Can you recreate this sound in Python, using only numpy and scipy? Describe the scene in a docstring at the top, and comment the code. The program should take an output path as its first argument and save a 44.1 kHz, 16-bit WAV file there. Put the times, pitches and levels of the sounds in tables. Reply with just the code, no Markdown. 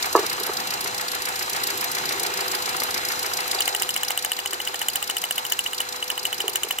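"""Idling engine with a sparking plug lead.

A four-cylinder petrol engine idles under its open bonnet, heard close above the rocker cover.
Belts and air rush, an accessory hums, valves knock; injectors tick four to a cycle, one of them faint.
A hollow part is bumped now and then. Pliers slip off the boot as a plug lead is pulled off the coil,
and from then on a spark snaps across the gap about twice a cycle."""
import sys
import numpy as np
from scipy import signal
from scipy.fft import rfft, irfft
from scipy.io import wavfile
from scipy.ndimage import uniform_filter1d

SR = 44100
rng = np.random.default_rng(int(sys.argv[2]) if len(sys.argv) > 2 else 0)


def waveform_to_disk(signal):
    """Save audio, clipped to [-1, 1], as 16-bit WAV at the path in sys.argv[1]."""
    frames = np.transpose(np.atleast_2d(signal))
    scaled = np.clip(frames, -1, 1) * 32767
    samples = np.round(scaled).astype(np.int16)
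    wavfile.write(sys.argv[1], SR, samples)


N = 299880
T = np.arange(N) / SR
F = np.fft.rfftfreq(N, 1 / SR)
RING_T = T[:int(.12 * SR)]

# Left-right likeness of the noise. Each row: frequency in Hz, coherence 0-1.
COHERENCE = [(30, .72), (70, .94), (150, .9), (600, .93), (1400, .52), (2500, .55), (4500, .38), (9000, .6),
             (16000, .72)]
# Engine speed. Each row: time in seconds, crank speed in rpm.
CRANK_RPM = [(0, 887.6), (1.2, 872.0), (2.5, 842.2), (3.5, 842.1), (5.0, 847.8), (5.8, 852.5), (6.0, 772.4),
             (6.3, 803.5), (6.8, 765.0)]
# Idle levels. Each row: time in seconds, then rush, rumble and rocker cover in dB.
IDLE_LEVELS = [(0, -30, -49, -38), (0.45, -31.5, -47.5, -44), (0.6, -31.8, -49, -40),
               (1.25, -32, -51.5, -42), (1.55, -30.5, -49.5, -43.5), (2.0, -30.5, -50, -37),
               (2.4, -30.5, -49.5, -39.5), (3.0, -30.5, -50, -41), (3.6, -31, -53, -39),
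               (3.85, -33, -53, -42.5), (4.35, -36, -61, -45.5), (5.2, -36, -55.5, -46),
               (6.05, -36, -62, -47), (6.45, -36, -52, -41), (6.8, -38, -58, -44)]
# Belt and air noise. Each row: frequency in Hz, relative density in dB.
RUSH_SPECTRUM = [(150, -47), (250, -12.5), (445, -4), (495, -2.5), (559, -12.5), (794, 2), (1600, 2),
                 (2040, 0.5), (3510, -5), (5170, -12.5), (7330, -3.5), (8580, -24), (9500, -10),
                 (12000, -10.5), (15300, -14), (16000, -40)]
# Low engine noise. Each row: frequency in Hz, relative density in dB.
RUMBLE_SPECTRUM = [(15, -57), (25, -40), (48, -67), (68, -25), (81, -11), (146, -8), (251, -8), (275, -9.5),
                   (350, -1), (460, -30), (770, -120)]
# Panels ringing in the rush. Each row: frequency in Hz, width in Hz, level in dB re the rush.
PANEL_MODES = [(2840, 200, -15), (4050, 190, -7), (5030, 160, -14), (9280, 64, -25), (7700, 200, -15)]
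# Intake boom swells. Each row: centre in seconds, level in dB, half-width in seconds.
BOOM_SWELLS = [(.19, -32.5, 0.033), (0.39, -41, 0.037), (1.74, -41.5, 0.055), (2.184, -40, 0.094),
               (4.55, -43, 0.041), (5.09, -60, 0.051), (6.472, -46, 0.083), (6.653, -58.5, .04)]
# Accessory tones. Each row: frequency in Hz, relative level in dB.
HUM_TONES = [(500.7, 1), (251, -15.5)]
# Valve knocks and firings. Each row: share of the cycle, length in seconds, frequency in Hz,
# width in Hz, relative level in dB.
BLOCK_KNOCKS = [(0.1224, 0.0054, 1014, 360, -4), (0.093, 0.012, 1330, 190, -10.5),
                (0.109, 0.0079, 2100, 260, -6), (.15, 0.019, 1750, 560, -7), (0.259, 0.015, 854, 220, -8.5),
                (0.321, 0.011, 1360, 280, -10), (0.44, 0.0081, 810, 180, -11),
                (0.588, 0.012, 1280, 240, -7.5), (0.45, 0.055, 97, 49, -31.5), (0.882, 0.034, 200, 34, -28)]
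# Injectors in firing order. Each row: share of the cycle, level in dB re the rush, treble gain in dB.
INJECTOR_TICKS = [(0.001, 8, -3.5), (0.236, 6.5, -3), (.5, -1, -14), (0.753, 6.5, -2.1)]
# Fuel rail and clips, mid and treble. Each row: frequency in Hz, width in Hz, relative level in dB.
RAIL_MID_MODES = [(3870, 670, -3.5), (4596, 163, 4.5), (5125, 190, 0), (5360, 660, -3), (6200, 160, -2),
                  (7300, 410, -1)]
RAIL_TREBLE_MODES = [(10150, 640, 8), (12030, 1900, 5), (9800, 3200, -4), (12500, 690, 5),
                     (13700, 480, 2.5)]
# Blows on the hollow part. Each row: time in seconds, level in dB, shell gain in dB.
BLOWS = [(0.151, 0, -7), (0.157, -3, -14), (0.166, -18, 0), (0.176, -17, -4), (0.189, -7, -19),
         (0.196, -24, -13), (0.229, -17, -15), (0.235, -14, -17), (0.407, -19.5, -25), (0.493, -13, -13.5),
         (0.849, -22.5, -15), (1.689, -46, -5), (1.729, -21.5, -14), (2.217, -20, -19),
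         (3.548, -21.5, -6.5), (6.439, -19, -14), (6.456, -21, -18), (6.486, -20, -18), (6.644, -21, -16),
         (6.669, -24, -14)]
# Hollow part, its shell, the pliers. Each row: frequency in Hz, relative level in dB, T60 in seconds.
HOLLOW_MODES = [(371, -9, 0.038), (446, -4.5, 0.037), (399.5, -11.5, 0.06), (543, -8, 0.018)]
SHELL_MODES = [(676, 7.5, 0.018), (910, 14.5, 0.017), (1127, -0.5, 0.063), (1292, -1, 0.045),
               (1770, -10, 0.047)]
PLIERS_MODES = [(4650, 0, .03), (3900, -2, .022), (3500, -3, .022), (2800, -4, .022)]
# Sparks in the open gap. Each row: start in seconds, coil ring level in dB, snap level in dB.
DISCHARGES = [(3.606, -10, -13.5), (3.678, -10, -15.5), (3.7486, -12.5, -17.5), (3.8211, -14.5, -15.5),
              (3.8913, -13.5, -17), (3.9633, -13, -17.5), (4.033, -15.5, -17), (4.1056, -16.5, -17.5),
              (4.1758, -14, -17.5), (4.248, -16, -15.5), (4.3178, -13.5, -18), (4.3896, -16, -21.5),
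              (4.4592, -15.5, -22.5), (4.5323, -16.5, -18), (4.6013, -15.5, -24), (4.674, -13, -21),
              (4.7438, -17, -23), (4.816, -13.5, -19), (4.8848, -12.5, -13.5), (4.9574, -12, -14),
              (5.0268, -15, -19), (5.0986, -12.5, -16), (5.1677, -12, -17), (5.2393, -12.5, -19),
              (5.309, -13, -17), (5.3806, -11, -18), (5.4505, -16, -19.5), (5.5216, -11.5, -13.5),
              (5.5909, -9, -16), (5.6623, -11.5, -24), (5.7325, -16.5, -24), (5.8038, -12, -18.5),
              (6.0261, -14, -24.5), (6.1018, -12.5, -21.5), (6.1777, -16, -24.5), (6.253, -9.5, -17),
              (6.3285, -11.5, -19.5), (6.4037, -12, -19.5), (6.4805, -11, -16), (6.5574, -10, -11),
              (6.6334, -12.5, -14.5), (6.7091, -10.5, -19), (6.7863, -14.5, -18.5)]
# Coil tower, engine bay, gap. Each row: frequency in Hz, relative level in dB, T60 in seconds.
COIL_MODES = [(2954, 0.5, 0.035), (2890, -4, 0.028), (3290, -23, 0.058), (2820, -53, 0.0078),
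              (3560, -11, 0.03)]
BAY_MODES = [(846, -1, 0.02), (1210, -19, 0.07), (1916, -0.5, 0.02), (2280, -17, 0.044)]
GAP_MODES = [(7220, -3.5, 0.033), (8810, -1.5, 0.018), (9120, -10.5, 0.041), (11100, -21, 0.0086),
             (14300, 0, 0.013), (15140, -7.5, 0.0082)]

RIGHT_LAG_S, TOP_HZ = 0.0003426, 16400
BOOM_DB, HUM_DB, HUM_FOLLOW = -18, -47, 0.51
KNOCK_DB, THROB_DB = 8, -28
SNAP_DB, BAY_DB, BAY_FADE_DB_PER_S = 11, -23, 2.5  # the bay rings less as the gap widens


def undb(db):
    return 10 ** (np.asarray(db) / 20)


def unit_rms(x):
    return x / np.sqrt(np.mean(x ** 2))


def spectrum(table):
    """A (Hz, value) table interpolated over log frequency."""
    hz, value = np.transpose(table)
    return np.interp(np.log(F + 1), np.log(hz), value)


def stereo_noise():
    """White noise, partly shared; the shared part reaches the right side later."""
    coherence = np.clip(spectrum(COHERENCE), 0, 1)
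    left, own = rfft(rng.standard_normal((2, N)))
    right = coherence * left * np.exp(-2j * np.pi * F * RIGHT_LAG_S) + np.sqrt(1 - coherence ** 2) * own
    return irfft(np.array([left, right]), N)


def resonate(x, hz, width_hz):
    return signal.lfilter(*signal.iirpeak(hz, hz / width_hz, SR), x)


def noise_band(hz, width_hz):
    return resonate(stereo_noise(), hz, width_hz)


def highpass(x, hz, order):
    return signal.sosfilt(signal.butter(order, hz, "high", fs=SR, output="sos"), x)


def drift(rate_hz):
    """Random steps, smoothed twice; RMS near 1."""
    hold = int(SR / rate_hz)
    steps = np.repeat(rng.standard_normal(N // hold + 1), hold)
    return 1.29 * uniform_filter1d(uniform_filter1d(steps, hold), hold)[:N]


def add(track, start_s, sound):
    i = int(start_s * SR)
    if 0 <= i < N:
        track[..., i:i + sound.shape[-1]] += sound[..., :N - i]


def ring(modes, detune, phase=None):
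    """Decaying modes, randomly detuned; signs alternate unless a phase is given."""
    hz, db, t60_s = np.transpose(modes)
    if phase is None:
        phase = np.pi * np.arange(len(hz))
    hz = hz * (1 + detune * rng.standard_normal(len(hz)))
    t = RING_T[:, None]
    return (undb(db) * np.exp(-np.log(1000) * t / t60_s) * np.sin(2 * np.pi * hz * t + phase)).sum(axis=1)


def soft_onset(sound):
    return sound * (1 - np.exp(-(RING_T / 0.0026) ** 2))


def cycles():
    """Running cycle count, two crank turns each."""
    rpm = np.interp(T, *np.transpose(CRANK_RPM))
    return -.193 + np.cumsum(rpm) / (2 * 60 * SR)


def cam_times(share):
    """Times in seconds at which each cycle reaches this share."""
    run = cycles()
    reached = np.arange(np.floor(run[0]), run[-1]) + share
    return np.interp(reached[(reached > run[0]) & (reached < run[-1])], run, T)


def bursts(times_s, db, length_s, scatter_db):
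    """Envelope of uneven bursts: quick rise, slower fall."""
    t = T[:int(4 * length_s * SR)] / length_s
    shape = (2 * t * np.exp(1 - 2 * t)) ** 2
    out = np.zeros(N)
    for start_s, gain in zip(times_s, undb(db + scatter_db * rng.standard_normal(len(times_s)))):
        add(out, start_s, gain * shape)
    return out


def flickering_noise(table, low_hz, bands, flicker_db):
    """Shaped noise in half-octave bands that flicker independently."""
    shaped = rfft(stereo_noise()) * undb(spectrum(table))
    out = 0
    for k in range(bands):
        octaves = np.log2((F + 1) / low_hz) - k / 2
        band = irfft(shaped * np.clip(1 - 2 * abs(octaves), 0, 1), N)
        out = out + undb(flicker_db * drift(14)) * band
    return unit_rms(out)


def rumble(rumble_db):
    """Low engine noise of wandering level."""
    noise = flickering_noise(RUMBLE_SPECTRUM, low_hz=28, bands=9, flicker_db=0.5)
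    return noise * undb(rumble_db + 1.8 * drift(4.93))


def accessory_hum(rush_db):
    """Two tones whose level partly follows the rush."""
    tones = sum(undb(db) * np.sqrt(2) * np.sin(2 * np.pi * hz * T + 0.31 * drift(8.6))
                for hz, db in HUM_TONES)
    return tones * undb(HUM_DB + HUM_FOLLOW * (rush_db - rush_db[0]) + 1.5 * drift(6))


def intake_boom(rush_db):
    """Narrow intake resonance that swells now and then."""
    swells = sum(undb(db) * np.exp(-((T - at_s) / width_s) ** 2) for at_s, db, width_s in BOOM_SWELLS)
    envelope = (undb(rush_db + BOOM_DB) + swells) * undb(2.7 * drift(9.9))
    return envelope * unit_rms(resonate(noise_band(381, 57), 389.6, 72))


def rocker_cover(cover_db):
    """Noise in the cover's broad midrange resonance."""
    return undb(cover_db + 2.2 * drift(7)) * unit_rms(resonate(noise_band(800, 150), 729, 240))


def rush(rush_db):
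    """Belts, air and bearings; panels ring in their noise."""
    air = flickering_noise(RUSH_SPECTRUM, low_hz=255, bands=13, flicker_db=1.5)
    panels = sum(undb(db) * unit_rms(noise_band(hz, width_hz)) for hz, width_hz, db in PANEL_MODES)
    return (air + panels) * undb(rush_db)


def block_knocks(rush_db):
    """Valves seat and cylinders fire at fixed points of the cycle."""
    knocks = 0
    for share, length_s, hz, width_hz, db in BLOCK_KNOCKS:
        envelope = bursts(cam_times(share), db + KNOCK_DB, length_s, scatter_db=2)
        band = noise_band(hz, width_hz)
        wavering_tone = band / np.sqrt(uniform_filter1d(band ** 2, int(SR / hz)) + 1e-18)
        knocks = knocks + envelope * wavering_tone
    throb = np.sin(2 * np.pi * 4 * 3 * cycles() + drift(9))  # 3 x the firing rate
    return (knocks + undb(THROB_DB + 2 * drift(7.9)) * throb) * undb(rush_db)


def injectors(rush_db):
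    """Each needle rattles briefly and excites the rail and its clips; the colour varies per tick."""
    out = 0
    for modes, is_treble in ((RAIL_MID_MODES, False), (RAIL_TREBLE_MODES, True)):
        rattle = sum(
            bursts(cam_times(share) - .0025, db + treble_db * is_treble, length_s=0.0088, scatter_db=1.26)
            for share, db, treble_db in INJECTOR_TICKS)
        rail = sum(undb(db + 2.6 * drift(33)) * noise_band(hz, width_hz) for hz, width_hz, db in modes)
        out = out + rattle * unit_rms(rail)
    return out * undb(rush_db)


def bumps():
    """Soft blows ring a hollow part and the higher modes of its shell."""
    out = np.zeros(N)
    for at_s, db, shell_db in BLOWS:
        body = ring(HOLLOW_MODES, detune=.025) + undb(shell_db) * ring(SHELL_MODES, detune=.025)
        add(out, at_s - .001, undb(db) * soft_onset(body))
    return out


def pliers(start_s, db):
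    """Pliers slip off the boot and clink."""
    out = np.zeros(N)
    add(out, start_s, undb(db) * soft_onset(ring(PLIERS_MODES, detune=0, phase=0)))
    return out


def sparks():
    """A pressure snap, the ring of gap, coil tower and bay, and short echoes off nearby metal."""
    out, t = np.zeros((2, N)), RING_T
    snap = -np.exp(-((t - .0003) / .000024) ** 2) + .25 * np.exp(-((t - .00022) / .00005) ** 2)
    build_up = 1 - np.exp(-t / .0008)  # the cavity takes a few swings
    echo_decay = np.exp(-t / 0.0011) + 0.2 * np.exp(-t / 0.01)
    scatter_db = rng.standard_normal((len(DISCHARGES), 2)) * [2.5, 0.2]
    for (start_s, coil_db, snap_db), (bay_scatter_db, pan_db) in zip(DISCHARGES, scatter_db):
        bay_db = BAY_DB - BAY_FADE_DB_PER_S * (start_s - DISCHARGES[0][0]) + bay_scatter_db
        roughness = signal.lfilter([.3], [1, -.95], rng.standard_normal((2, len(t))))
        bay = undb(-29) * snap + ring(BAY_MODES, detune=0.055)
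        for side in (0, 1):
            echoes = np.diff(rng.standard_normal(len(t) + 1)) * echo_decay
            gap = ring(GAP_MODES, detune=0.032, phase=2.44 * rng.standard_normal(len(GAP_MODES)))
            bright = undb(SNAP_DB) * snap + gap * (1 + .7 * roughness[1 - side]) + undb(-17) * echoes
            coil = build_up * ring(COIL_MODES, detune=.009, phase=1.2 * side)
            coil *= 1 + .25 * roughness[side]
            spark = undb(coil_db) * coil + undb(snap_db) * bright + undb(bay_db) * bay
            add(out[side], start_s, undb(pan_db * (-0.5 - side)) * spark)
    out -= 0.54 * resonate(out, 4430, 3900)  # lead and boot shade this band
    return highpass(out, 450, order=2)


def scene():
    times_s, *levels_db = np.transpose(IDLE_LEVELS)
    rush_db, rumble_db, cover_db = (np.interp(T, times_s, db) for db in levels_db)
    engine = rush(rush_db) + intake_boom(rush_db) + accessory_hum(rush_db) + rumble(rumble_db)
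    engine += rocker_cover(cover_db) + block_knocks(rush_db) + injectors(rush_db)
    sparking = sparks()
    handling = highpass(bumps() + pliers(start_s=3.5865, db=-13), 260, order=4)  # too small for bass
    return engine + sparking + handling * undb([[-.8], [.8]])


def record(dry):
    """Soft-clip the peaks, cut the top."""
    rounded = np.tanh(0.81 * dry) / 0.81
    return signal.sosfilt(signal.ellip(10, .2, 80, TOP_HZ, fs=SR, output="sos"), rounded)


dry = scene()
out = record(dry)
waveform_to_disk(out)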